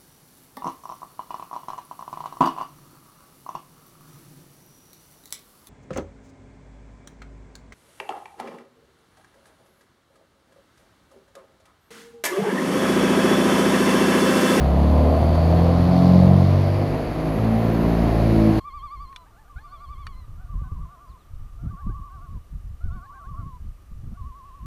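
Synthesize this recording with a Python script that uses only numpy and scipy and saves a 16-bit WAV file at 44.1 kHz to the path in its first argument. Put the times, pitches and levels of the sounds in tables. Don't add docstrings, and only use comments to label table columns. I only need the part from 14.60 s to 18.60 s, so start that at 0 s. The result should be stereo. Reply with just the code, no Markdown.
import sys
import numpy as np
from scipy import signal
from scipy.fft import rfft, irfft
from scipy.io import wavfile
from scipy.ndimage import uniform_filter1d, minimum_filter1d, map_coordinates

SR = 44100
rng = np.random.default_rng(int(sys.argv[2]) if len(sys.argv) > 2 else 0)


def dump_mix(stems):
    frames = np.atleast_2d(stems).T
    limited = np.clip(frames, -1, 1)
    pcm = np.round(limited * 32767).astype(np.int16)
    wavfile.write(sys.argv[1], SR, pcm)


N = 176400
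T = np.arange(N) / SR
HZ = np.fft.rfftfreq(N, 1 / SR)


def amp(db):
    return 10 ** (np.asarray(db) / 20)


def unit(x):
    return x / np.sqrt(np.mean(x ** 2) + 1e-20)


def curve(rows, column=1):
    rows = np.array(rows, float)
    return np.interp(T, rows[:, 0], rows[:, column])


def colour(rows, hz):
    freq_hz, value = np.transpose(rows)
    return np.interp(np.log(hz + 1), np.log(np.sort(freq_hz) + 1), value)


def drift(rate_hz):
    return unit(irfft(rfft(rng.standard_normal(N)) * np.exp(-.5 * (HZ / rate_hz) ** 2), N))


def wander(rate_hz, points=800):
    hz = np.fft.rfftfreq(points, T[-1] / points)
    slow = unit(irfft(rfft(rng.standard_normal(points)) * np.exp(-.5 * (hz / rate_hz) ** 2)))
    return np.interp(T, np.linspace(0, T[-1], points), slow)


def from_left(pair, left_db):
    return np.array(pair) * amp([[left_db], [-left_db]])


def noise(spectrum, left_db):
    # freq_hz, coherence
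    likeness = [(60, .99), (150, .97), (350, .85), (650, .66), (1100, .58), (2000, .2), (4400, .3),
                (7000, .1), (12000, .08)]
    left, other = rfft(rng.standard_normal((2, N))) * amp(colour(spectrum, HZ))
    coherence = np.clip(colour(likeness, HZ), 0, 1)
    right = coherence * left + np.sqrt(1 - coherence ** 2) * other
    pair = from_left(irfft(np.array([left, right]), N), left_db)
    return pair / np.std(pair.mean(0))


def pulsing(crank_rad, depth):
    puffs = 1.4 * np.cos(2 * crank_rad) + .12 * np.cos(crank_rad) + .088 * np.cos(4 * crank_rad)
    return unit(np.exp(depth * puffs))


def engine_order(order, crank_hz, phase_rad, level_db):
    shift_rad = .38 * order * crank_hz / 500 * wander(rate_hz=3)
    return np.sqrt(2) * amp(level_db) * np.cos([phase_rad + shift_rad, phase_rad - shift_rad])


def street():
    # time_s, level_db
    rumble_level = [(0, -28), (.6, -27.5), (1.5, -27.5), (2.1, -30), (2.5, -30.5), (3.2, -29.5), (4, -26.5)]
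    wash_level = [(0, -30), (1.5, -30), (2.5, -31), (3.3, -29), (4, -28)]
    # freq_hz, density_db
    rumble_spectrum = [(15, -28), (28, -4), (45, 3.5), (75, 4.5), (130, 5.5), (230, 3), (330, -9),
                       (500, -4), (1200, -47)]
    wash_spectrum = [(40, -36), (250, 3), (600, -5), (850, -1), (1150, -4.5), (1500, -12), (2000, -13),
                     (3000, -20.5), (4300, -24.5), (5300, -32), (6500, -32.5), (8300, -48), (11000, -29),
                     (15500, -50)]
    rumble = noise(rumble_spectrum, left_db=3.3) * amp(curve(rumble_level))
    wash = noise(wash_spectrum, left_db=.15) * amp(curve(wash_level) + .5 * drift(rate_hz=16))
    return rumble + wash


def turbo(width_hz=310):
    # time_s, pitch_hz, level_db
    spool = [(2, 9700, -76), (2.3, 10100, -78), (2.5, 10700, -68), (2.75, 11250, -55), (2.88, 11600, -64),
             (3.08, 12100, -55), (3.27, 12300, -57), (3.45, 11900, -63), (4, 10900, -72)]
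    # time_s, level_db
    fizz_level = [(0, -68), (1.2, -69), (1.8, -70), (2.3, -62), (3.1, -53), (4, -48.5)]
    # freq_hz, density_db
    fizz_spectrum = [(4000, 6), (6000, -1.5), (8400, -17), (10200, 2), (11300, -6), (12500, -2),
                     (14000, -8), (16000, -28)]
    # centre_s, half_length_s, level_db
    puffs = [(.42, .16, -63), (.96, .09, -54), (1.42, .075, -56)]
    carrier = np.exp(2j * np.pi * np.cumsum(curve(spool)) / SR)
    fuzz = [drift(width_hz / 2) + 1j * drift(width_hz / 2) for _ in range(2)]
    whistle = np.array([unit((carrier * side).real) for side in fuzz]) * amp(curve(spool, column=2))
    puff_power = sum(amp(db) ** 2 * np.exp(-((T - at_s) / half_s) ** 2) for at_s, half_s, db in puffs)
    fizz_power = amp(curve(fizz_level)) ** 2 + puff_power
    return whistle + noise(fizz_spectrum, left_db=1.5) * np.sqrt(fizz_power)


def intake():
    # time_s, level_db
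    level = [(0, -59), (.45, -53), (.8, -47.5), (1.1, -56), (1.55, -53), (1.8, -73), (2.05, -58),
             (2.5, -58.5), (4, -74)]
    # freq_hz, density_db
    spectrum = [(3000, -52), (4100, -11.5), (4450, 0), (4750, -2.5), (5100, -21), (7000, -54.5)]
    return noise(spectrum, left_db=1.0) * amp(curve(level))


def rasp_and_hiss(crank_rad):
    # time_s, level_db
    rasp_level = [(0, -26.5), (.3, -36.5), (.55, -29.5), (.8, -30.5), (1.02, -29), (1.22, -29),
                  (1.6, -31.5), (1.95, -33.5), (2.45, -32), (2.85, -32), (3.4, -27), (4, -34)]
    hiss_level = [(0, -54.5), (.5, -55), (.9, -49.5), (1.15, -48), (1.4, -43), (1.7, -47.5), (2, -46.5),
                  (2.4, -55.5), (2.9, -61), (3.4, -50.5), (4, -49.5)]
    # freq_hz, density_db
    rasp_spectrum = [(200, -8), (330, -4), (460, -9), (560, -3.5), (640, 3), (740, 2), (880, -21),
                     (1050, -4.5), (1400, -15), (2200, -29), (3200, -29), (7000, -60)]
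    hiss_spectrum = [(1200, -27), (2100, 6), (2900, -11), (3600, -0.5), (4500, 6), (5300, -1.5),
                     (6300, -12.5), (8300, -24), (11200, -26.5), (15500, -31)]
    rasp = noise(rasp_spectrum, left_db=-.07) * amp(curve(rasp_level) + .88 * drift(rate_hz=13))
    hiss = noise(hiss_spectrum, left_db=1.5) * amp(curve(hiss_level) + .98 * drift(rate_hz=13))
    return rasp * pulsing(crank_rad, depth=.32) + hiss * pulsing(crank_rad, depth=.25)


def moan(crank_rad):
    # time_s, level_db
    level = [(0, -39), (.55, -27.5), (.8, -30.5), (1.02, -32), (1.2, -38), (1.42, -26), (1.68, -29),
             (1.95, -35), (2.4, -47), (4, -42)]
    # freq_hz, density_db
    panels = [(400, -50), (515, -27), (537, -13), (570, -24), (605, -14), (628, 1), (650, -8), (672, -4),
              (705, -11), (755, -11), (830, -28), (980, -30), (1040, -15), (1110, -32), (1500, -60)]
    return noise(panels, left_db=.4) * amp(curve(level)) * pulsing(crank_rad, depth=.64)


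def growl(crank_hz, crank_rad):
    # time_s, gain_db
    envelope = [(0, -38.5), (.5, -31.5), (.8, -38), (1.05, -32.5), (1.22, -37), (1.6, -33.5), (2, -37),
                (2.5, -37.5), (3, -35.5), (3.4, -33.5), (4, -32.5)]
    # freq_hz, gain_db
    bay = [(220, -7), (330, -3.5), (400, -11), (450, -6), (500, -4), (560, -6), (630, -0.5), (700, -4.5),
           (800, -11), (900, -17.5), (1040, -10.5), (1200, -27)]
    # time_s, slope_db_per_octave
    tilt = [(0, 1), (1.7, -1.5), (2.4, -4), (4, -4)]
    wobble_db, pivot_hz = 3.5, 550
    half_order_db = -9
    pair = np.zeros((2, N))
    for order in [5.5, 6.5, *np.arange(7.5, 20, .5), *range(20, 29)]:
        pitch_hz = order * crank_hz
        level_db = curve(envelope) + colour(bay, pitch_hz) + half_order_db * (order % 1 > 0)
        level_db += wobble_db * wander(rate_hz=3.9)
        level_db += curve(tilt) * np.log2(pitch_hz / pivot_hz)
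        phase_rad = order * crank_rad + 2 * np.pi * rng.random()
        pair += engine_order(order, crank_hz, phase_rad, level_db)
    return from_left(pair, left_db=.9)


def exhaust(crank_hz, crank_rad):
    # time_s, level_db
    throb = [(0, -59), (1.1, -36), (1.9, -52), (2.3, -35), (3.1, -30), (3.45, -22), (3.7, -24), (4, -28)]
    firing = [(0, -19.5), (.37, -15.5), (.53, -18.5), (.9, -17), (1.22, -19.5), (1.4, -25), (1.6, -17.5),
              (1.96, -16.5), (2.2, -22.5), (2.45, -38), (2.68, -36), (2.82, -23), (3.06, -22.5),
              (3.25, -33.5), (3.7, -19), (4, -25.5)]
    boom = [(0, -29), (.6, -28.5), (.98, -19.5), (1.2, -20.5), (1.55, -12), (1.72, -16), (1.86, -22),
            (2, -42), (2.62, -55), (2.78, -25), (2.93, -19), (3.05, -28), (3.15, -23.5), (3.3, -25),
            (3.55, -30), (3.7, -22), (3.88, -16.5), (4, -33)]
    howl = [(0, -42), (.33, -26), (.55, -34), (.9, -33), (1.2, -26), (1.45, -24), (1.75, -44), (2.2, -44),
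            (2.6, -33), (2.98, -39), (3.18, -28), (3.38, -36), (3.56, -35), (3.72, -24), (3.9, -19),
            (4, -23)]
    # time_s, gain_db
    drone = [(0, -1), (.4, 2.5), (.7, -8), (1, -6.5), (1.3, -3.5), (1.68, -0.5), (2, -2.5), (2.27, -4),
             (2.48, -13), (2.65, -6), (2.95, -8.5), (3.3, 0.5), (3.55, -5), (3.87, -2.5), (4, -5)]
    # order, gain_db
    odd_orders = [(3, -2), (5, -4.5), (7, -7)]
    # freq_hz, gain_db
    pipe = [(105, -41), (126, -22.5), (138, -13.5), (148, -20), (162, -21), (180, -20.5), (205, -47),
            (226, -22), (245, -26), (266, -20), (283, -22.5), (305, -24.5), (330, -23), (390, -23.5)]
    wobble_db = .75
    smear_rad = .282
    levels_db = {1: curve(throb), 2: curve(firing), 4: curve(boom), 6: curve(howl)}
    for order, gain_db in odd_orders:
        drone_db = curve(drone) + gain_db + colour(pipe, order * crank_hz)
        levels_db[order] = drone_db + wobble_db * wander(rate_hz=4.9)
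    pair = np.zeros((2, N))
    for order, level_db in levels_db.items():
        phase_rad = order * crank_rad + smear_rad * order ** 2
        pair += engine_order(order, crank_hz, phase_rad, level_db)
    return from_left(pair, left_db=.36)


def scene():
    # time_s, speed_hz
    speed = [(0, 33.1), (.28, 36.5), (.78, 40.4), (1.01, 42.4), (1.26, 43.7), (1.54, 45.1), (1.8, 46.4),
             (1.96, 47.6), (2.36, 50.3), (2.61, 52.5), (2.85, 55), (3, 56.4), (3.3, 56.3), (3.7, 55.3),
             (3.89, 54.3), (4, 53.3)]
    # time_s, delay_s
    right_lag = [(0, .00028), (1.8, .00028), (2.3, .00044), (4, .00044)]
    crank_hz = curve(speed)
    jitter = .0019 * drift(rate_hz=9.5)
    crank_rad = 2 * np.pi * np.cumsum(crank_hz * (1 + jitter)) / SR
    engine = exhaust(crank_hz, crank_rad) + rasp_and_hiss(crank_rad) + moan(crank_rad)
    left, right = engine + intake() + turbo() + street()
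    right = map_coordinates(right, [(T - curve(right_lag)) * SR], order=5, mode="mirror")
    return np.array([left, right]) + growl(crank_hz, crank_rad)


def record(dry):
    ceiling, fade_s, cutoff_hz = .9, .008, 15800
    gain = np.minimum(1, ceiling / (abs(dry).max(0) + 1e-9))
    gain = uniform_filter1d(minimum_filter1d(gain, size=1500), size=1400)
    gain *= np.clip(np.minimum(T, T[-1] - T) / fade_s, 0, 1)
    lowpass = signal.firwin(511, cutoff_hz, window=("kaiser", 9), fs=SR)
    return signal.oaconvolve(dry * gain, lowpass[None], "same")


dry = scene()
out = record(dry)
dump_mix(out)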